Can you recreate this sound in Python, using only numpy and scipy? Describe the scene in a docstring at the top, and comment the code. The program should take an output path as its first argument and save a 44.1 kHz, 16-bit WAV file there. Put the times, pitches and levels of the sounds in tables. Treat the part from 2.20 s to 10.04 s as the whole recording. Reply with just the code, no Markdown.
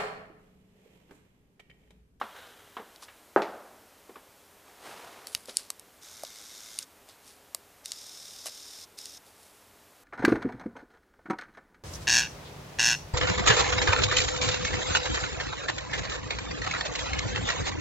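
"""A door is pushed open, swings over carpet, bumps and rattles as someone steps into an empty room.
The hollow leaf rings and the bare walls boom back; boards tick underfoot and a shoe drags on the pile.
Then fingers click and rub on the plastic case of a handheld camera. Its lens motor whirs in three short
runs, gear teeth rasping, and the lens clicks on its end stop. Faint air, hiss and hum lie underneath."""
import sys
import numpy as np
from scipy import signal
from scipy.fft import rfft, irfft, next_fast_len
from scipy.io import wavfile
from scipy.ndimage import map_coordinates

SR = 44100
rng = np.random.default_rng(int(sys.argv[2]) if len(sys.argv) > 2 else 0)


def pcm_store(signal):
    """Save signal as 16-bit PCM."""
    levels = np.round(np.clip(np.atleast_2d(signal), -1, 1) * 32767)
    wavfile.write(sys.argv[1], SR, levels.astype(np.int16).T)


N = 345636
TIME = np.arange(N) / SR
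AGE = TIME[:SR]  # seconds since a hit

# backward runs of the lens motor: start_s, stop_s, start_db, end_db, gear_turns_per_s
ZOOM_OUT_RUNS = [(5.645, 6.65, -47.5, -47, 37.47), (6.776, 6.98, -46.5, -49.5, 37.2)]


def amp(db):
    """Decibels to gain."""
    return 10 ** (np.asarray(db) / 20)


def unit(x):
    """Scale to rms 1."""
    return x / np.sqrt(np.mean(x ** 2) + 1e-20)


def along(points, hz):
    """Read a curve of (Hz, value) points on a log frequency axis."""
    freqs, values = np.transpose(points)
    return np.interp(np.log(hz + 1), np.log(freqs + 1), values)


def fade(t60, t=AGE):
    """A decay that loses 60 dB in t60 seconds."""
    return np.exp(-np.log(1000) * t / t60)


def filtered(x, response):
    """EQ a signal with a gain curve, response(hz)."""
    size = next_fast_len(len(x) + SR // 8)
    return irfft(rfft(x, size) * response(np.fft.rfftfreq(size, 1 / SR)), size)[:len(x)]


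def low_cut(x, edge_hz):
    """Take away the bass below edge_hz."""
    return signal.sosfilt(signal.butter(3, edge_hz, "high", fs=SR, output="sos"), x)


def noise(colour, size=N):
    """Noise of rms 1 with a given spectrum."""
    return unit(filtered(rng.standard_normal(size), lambda hz: amp(along(colour, hz))))


def wobble(rate_hz):
    """A smooth random curve with rate_hz new values a second."""
    return map_coordinates(rng.standard_normal(int(N * rate_hz / SR) + 4), [TIME * rate_hz])


def pulse(colour):
    """The sharpest causal pulse with a given spectrum, peak 1."""
    spectrum = amp(along(colour, np.fft.rfftfreq(SR, 1 / SR)))
    cepstrum = irfft(np.log(spectrum))
    wave = irfft(np.exp(rfft(2 * cepstrum[:SR // 2], SR)))
    return wave / np.abs(wave).max()


def ring(modes, scatter_db=0):
    """Struck modes (pitch_hz, level_db, t60_s), their levels varied by scatter_db; peak 1."""
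    wave = np.zeros(SR)
    for k, (hz, db, t60) in enumerate(modes):
        strength = (-1) ** k * amp(db + scatter_db * rng.standard_normal())
        wave += strength * fade(t60) * np.sin(2 * np.pi * hz * AGE)
    return wave / np.abs(wave).max()


def focus(x, centre_hz, octaves):
    """A contact favours the frequencies around its own pitch; rms 1."""
    return unit(filtered(x, lambda hz: 1 / np.sqrt(1 + (np.log2((hz + 1) / centre_hz) / octaves) ** 2)))


def add(track, start_s, sound):
    """Mix a sound into a track at start_s."""
    start = max(round(start_s * SR), 0)
    track[start:start + len(sound)] += sound[:N - start]


def room_tone():
    """Still air and microphone hiss, with a faint hum and a thin electronic whine."""
    # colour of the air and hiss: freq_hz, level_db
    air = [(15, -43), (25, -13.5), (93, -2.5), (131, -10), (309, -3.5), (354, -8), (404, -3.5), (501, -5),
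           (543, -3.5), (811, -5.5), (903, -6), (1860, -10.5), (4380, -15), (8780, -16), (15000, -17.5)]
    # hum and whine: pitch_hz, level_db
    hum = [(409, -76.5), (12275, -78)]
    tones = sum(amp(db) * unit(np.sin(2 * np.pi * hz * TIME + 0.44 * wobble(5.6))) for hz, db in hum)
    return amp(-57.5) * noise(air) + tones


def echo(sound, near_t60, late_db):
    """Near walls answer in a quick flurry, the bare room in a longer tail."""
    # decay of the room: freq_hz, t60_s
    walls = [(150, .6), (500, 1), (1500, 1), (4000, 0.83), (12000, 0.073)]
    hz, t, bands = signal.stft(rng.standard_normal(SR), SR, nperseg=256)
    late = signal.istft(bands * fade(along(walls, hz)[:, None], t), SR, nperseg=256)[1][:SR]
    near = fade(near_t60) * rng.standard_normal(SR)
    onset = np.clip(AGE / 0.0035 - 1, 0, 1)  # pre-delay, then a quick fade-in
    tail = (amp(late_db) * late + near) * onset
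    return signal.fftconvolve(sound, tail / np.linalg.norm(tail))[:SR]


def brushing(strokes, colour, grain_db):
    """Carpet pile catches and lets go under strokes that start briskly, slow down and lift off."""
    attack_s, sag_db_per_s, release_s = 0.034, 13, 0.12
    power = np.zeros(N)
    for start, stop, db in strokes:
        sag_db = sag_db_per_s * np.clip(TIME - start, 0, stop - start)
        edges = np.maximum(start - TIME, 0) / attack_s + np.maximum(TIME - stop, 0) / release_s
        power += (amp(db - sag_db) * np.exp(-edges)) ** 2
    return np.sqrt(power) * unit(noise(colour) * amp(grain_db * wobble(170)))


def shoe_drag():
    """A shoe scuffs over the carpet."""
    # scuffs: start_s, stop_s, level_db
    strokes = [(2.48, 2.64, -58.5), (2.655, 2.71, -46), (2.77, 3.06, -49)]
    # colour of the sole on the pile: freq_hz, level_db
    colour = [(71, -45), (120, -14), (312, -7), (396, -1.5), (524, -3.5), (735, -0.5), (1420, -5.5),
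              (2630, -10), (3760, -12.5), (11900, -22), (14000, -25)]
    return brushing(strokes, colour, grain_db=1.5)


def door_and_floor_ticks():
    """The door is pushed open, then boards tick underfoot: short pitched knocks with a scattered snap."""
    # the door's push, then the boards: start_s, level_db, pitch_hz
    ticks = [(0.014, -24.5, 1140), (0.5678, -29, 1000), (0.5962, -38, 430), (0.826, -46.5, 1174),
             (.8835, -42.5, 2250), (1.8935, -41.5, 378), (1.9569, -41, 1190), (1.963, -47, 420),
             (3.284, -39, 522)]
    # colour of the snap: freq_hz, level_db
    snap_colour = [(50, -28), (120, -17), (200, 18), (330, 9.5), (600, 12), (1500, 9), (2300, 3.5),
                   (3400, 3), (6000, -15.5), (15000, -41)]
    ring_cycles, snap_db = 32, -2.5
    scatter = amp(-3) * fade(0.087) + amp(-17) * fade(0.62)
    out = np.zeros(N)
    for start, db, pitch_hz in ticks:
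        knock = ring([(pitch_hz, 0, ring_cycles / pitch_hz)])
        snap = focus(noise(snap_colour, size=SR), pitch_hz, octaves=0.59)
        add(out, start, amp(db) * (knock + amp(snap_db) * scatter * snap))
    return low_cut(out, edge_hz=200)


def rubs():
    """Fingers and sleeve rub the case, and the shoe hisses on the carpet, in short grainy swells."""
    # swells of friction: peak_s, level_db, fall_s, brightest_hz
    swells = [(0.829, -45, 0.016, 5830), (2.68, -59, .15, 8000), (3.078, -44, 0.0091, 9000),
              (3.135, -49, 0.067, 9500), (3.293, -45, 0.021, 5000), (3.384, -44, 0.048, 6600),
              (4.898, -52.5, .027, 4500), (5.08, -51.5, 0.046, 7100), (6.269, -31, 0.0093, 7800),
              (7.065, -59, 0.027, 7000), (7.22, -58, 0.15, 9100)]
    # colour of the friction: freq_hz, level_db
    colour = [(100, -23), (600, 1), (2800, -2), (4700, -1), (7000, -6.5), (10500, -3), (12500, -12),
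              (15000, -28)]
    rise_share = 0.55  # of the fall time
    grain = noise(colour) * amp(2.8 * wobble(460))
    out = np.zeros(N)
    for peak, db, fall, bright_hz in swells:
        swell = np.exp(-np.maximum((peak - TIME) / rise_share, TIME - peak) / fall)
        out += amp(db) * swell * focus(grain, bright_hz, octaves=0.74)
    return out


def motor(runs, resonances, beats, grit_db):
    """Gear teeth rasp through the lens barrel, swelling one, two and three times a turn."""
    def barrel(hz):
        return np.sqrt(sum(amp(db) ** 2 / (1 + ((hz - centre) / width) ** 2) ** 2
                           for centre, width, db in resonances))

    out = np.zeros(N)
    for start, stop, start_db, end_db, turns_per_s in runs:
        angle = 2 * np.pi * np.cumsum(turns_per_s * (1 + 0.0096 * wobble(5.1))) / SR
        load = 1 + sum(depth * np.cos(k * angle) for k, depth in enumerate(beats, 1))
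        teeth = rng.standard_normal(N) * load * amp(grit_db * wobble(900))
        gate = np.clip((TIME - start) / 0.012 + .5, 0, 1) * np.clip((stop - TIME) / 0.016 + .5, 0, 1)
        level = amp(np.interp(TIME, [start, stop], [start_db, end_db]))
        out += gate * level * unit(filtered(teeth, barrel))
    return out


def lens_zoom():
    """The lens drive whirs in once and back twice, fluttering faster on the way in."""
    # forward run: start_s, stop_s, start_db, end_db, gear_turns_per_s
    zoom_in_runs = [(3.818, 4.642, -50.5, -47.5, 36.6)]
    # barrel resonances: centre_hz, width_hz, zoom_in_db, zoom_out_db
    barrel = [(1450, 330, -7, -14.5), (2150, 155, -5.5, -13), (3690, 300, -0.5, -1), (5100, 200, -16, -4.5),
              (5310, 410, -6, 2.5), (5880, 1960, -1, -2), (8660, 370, -15, -9), (9300, 600, -6.5, -6.5),
              (11440, 1100, -10, -13), (13650, 600, -13, -13.5)]
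    barrel_in = [(hz, width, db) for hz, width, db, _ in barrel]
    barrel_out = [(hz, width, db) for hz, width, _, db in barrel]
    inward = motor(zoom_in_runs, barrel_in, beats=(.05, .13, .28), grit_db=1.8)
    outward = motor(ZOOM_OUT_RUNS, barrel_out, beats=(.16, .17, .07), grit_db=1.1)
    return inward + outward


def case_click(pitch_hz, octaves):
    """A contact rings the case modes near its own pitch, with a little grit and the room's answer."""
    # modes of the plastic case: pitch_hz, level_db, t60_s
    case = [(1300, -14.5, 0.012), (1980, -4.5, 0.0083), (2920, -7, 0.015), (3810, -3.5, 0.016),
            (4550, 4, 0.0073), (5340, -1, 0.0099), (6450, -2, 0.0064), (7940, 6, 0.0033), (9180, 7, 0.005),
            (9530, 3.5, 0.0052), (10680, -8.5, 0.0053), (13500, -7.5, 0.0026)]
    top_hz = 11800 * octaves ** 0.36  # a wider band reaches higher

    def touch(hz):
        band = np.exp(-.5 * (np.log2((hz + 1) / pitch_hz) / octaves) ** 2)
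        return band / np.sqrt(1 + (hz / top_hz) ** 20)

    modes = ring([(hz, db + 20 * np.log10(touch(hz)), t60) for hz, db, t60 in case], scatter_db=2)
    grit = fade(0.01) * unit(filtered(rng.standard_normal(SR), touch))
    click = modes + amp(-9) * grit
    return click + amp(-21.5) * echo(click, near_t60=0.095, late_db=-19.5)


def gear_clacks():
    """Running backward, the gears clack as they engage and again when their slack is taken up."""
    # a pair of clacks per backward run: delay_s, slack_s, engage_db, take_up_db
    clacks = [(.0134, .0603, -22, -18), (0.012, .0686, -26, -25)]
    out = np.zeros(N)
    for (start, *_), (delay, slack, engage_db, take_up_db) in zip(ZOOM_OUT_RUNS, clacks):
        for lag, db in [(0, engage_db), (slack, take_up_db)]:
            add(out, start + delay + lag, amp(db) * case_click(pitch_hz=5500, octaves=1.1))
    return low_cut(out, edge_hz=280)


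def camera_clicks():
    """Fingers click on the case and the lens against its end stop; each click knocks the shell."""
    # contacts of fingers and end stop: start_s, level_db, pitch_hz, width_octaves, knock_db
    contacts = [(0.7605, -38, 4200, 0.76, -29), (3.0706, -24, 13000, 1.9, -27),
                (3.1492, -12, 4300, 1.44, -45), (3.2571, -35.5, 14000, 1.6, -24),
                (3.295, -28.5, 3300, 1, -16), (3.3699, -7.5, 8300, 0.79, -52),
                (3.5032, -16.5, 9000, 1.2, -18), (3.5958, -30.5, 12000, 1.35, -30),
                (4.0351, -25.5, 11500, 1, -2.5), (4.0498, -27.5, 4950, 1.1, -20),
                (4.5884, -14.5, 9100, 1.14, -40), (4.6275, -27.5, 6200, 0.5, -34),
                (4.8889, -39, 8000, 1.8, -10.5), (5.3475, -15.5, 11000, 1.5, -16),
                (6.2585, -25, 7100, 2.3, -9), (6.284, -29.5, 6300, 1.1, -10.5)]
    # modes of the hollow shell: pitch_hz, level_db, t60_s
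    shell = [(527, -1.5, 0.017), (658, 5, 0.014), (950, -10.5, 0.011), (1145, -10.5, .011)]
    lowest_hz = shell[0][0]
    tilt = 1.48  # dB per octave brighter for each dB that a knock is lighter
    out, thump = np.zeros(N), np.zeros(N)
    for start, db, pitch_hz, octaves, knock_db in contacts:
        modes = [(hz, level - tilt * knock_db * np.log2(hz / lowest_hz), t60) for hz, level, t60 in shell]
        knock = amp(knock_db) * ring(modes, scatter_db=-0.5)
        add(out, start, amp(db) * (case_click(pitch_hz, octaves) + knock))
    add(thump, start_s=3.149, sound=amp(-43) * ring([(100, 0, 0.022)]))  # a firm press thumps the mic
    return low_cut(out, edge_hz=296) + thump


def door_sweep():
    """The swinging door brushes the carpet."""
    # sweeps: start_s, stop_s, level_db
    strokes = [(0, 1, -55), (.17, 0.2, -50)]
    # colour of the door on the pile: freq_hz, level_db
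    colour = [(100, -21), (220, -17), (550, -2), (1000, -7), (1550, -0.5), (1900, -6.5), (2600, -11),
              (3250, -5), (3600, -8.5), (3950, -7.5), (4500, -16.5), (7000, -21), (14000, -24)]
    return brushing(strokes, colour, grain_db=2)


def door_bumps():
    """A dull blow rings the hollow leaf, shakes the latch and booms through the room."""
    # bump and rebound: start_s, level_db, latch_db
    bumps = [(1.1617, -7.5, -50), (1.2201, -25, -33)]
    # modes of the door leaf: pitch_hz, level_db, t60_s
    leaf = [(150, -25, .3), (212, -17, .25), (289, -15, .2), (345, -3, .25), (414, -1, .2), (520, -4, .24),
            (605, -11, .25), (633, -11, .3), (745, -7, .3), (780, -11, .3), (813, -11, .3), (860, -12, .3),
            (900, -15, .28), (1000, -13, .25), (1038, -15, .25), (1224, -13, .2), (1289, -9, .22),
            (1552, -10, .2), (1717, -18, .2)]
    # colours of the blow, the walls' answer and the latch: freq_hz, level_db
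    thud_colour = [(40, -63), (130, -27.5), (250, -3), (380, 13), (600, 7.5), (900, -5.5), (1350, 4),
                   (1900, -12.5), (3000, -28.5), (6000, -62), (15000, -76)]
    boom_colour = [(40, -65), (130, -17), (210, -5), (270, -8), (340, -2), (750, 1.5), (1000, -4.5),
                   (1500, -6), (2000, -17), (3000, -29.5), (6000, -42.5), (15000, -58)]
    latch_colour = [(200, -25), (1200, 4), (2300, 9.5), (3500, 3.5), (4900, 0), (6000, -6.5), (9000, -18.5),
                    (15000, -35)]
    boom_shape = (amp(-15) * fade(0.17) + amp(-26.5) * fade(1.0)) * (1 - fade(0.0077))
    latch_shape = fade(0.0096) + amp(-8.5) * fade(0.096) + amp(-16) * fade(0.59)
    out = np.zeros(N)
    for start, db, latch_db in bumps:
        blow = amp(2.5) * pulse(thud_colour) + amp(-9) * ring(leaf, scatter_db=-4)
        boom = noise(boom_colour, size=SR) * boom_shape
        latch = noise(latch_colour, size=SR) * latch_shape
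        add(out, start, amp(db) * (blow + boom) + amp(latch_db) * latch)
    return low_cut(out, edge_hz=157)


def scene():
    """Door, floor, camera and room tone reach both channels alike."""
    carpet = door_sweep() + shoe_drag()
    knocks = door_bumps() + door_and_floor_ticks()
    mono = carpet + knocks + camera_clicks() + rubs() + lens_zoom() + gear_clacks() + room_tone()
    return np.array([mono, mono])


def record(dry):
    """The camera keeps nothing above its band limit."""
    top_hz, slope_width_hz = 15050, 150
    high_cut = lambda hz: np.clip((top_hz - hz) / slope_width_hz + .5, 0, 1)
    return np.array([filtered(channel, high_cut) for channel in dry])


dry = scene()
out = record(dry)
pcm_store(out)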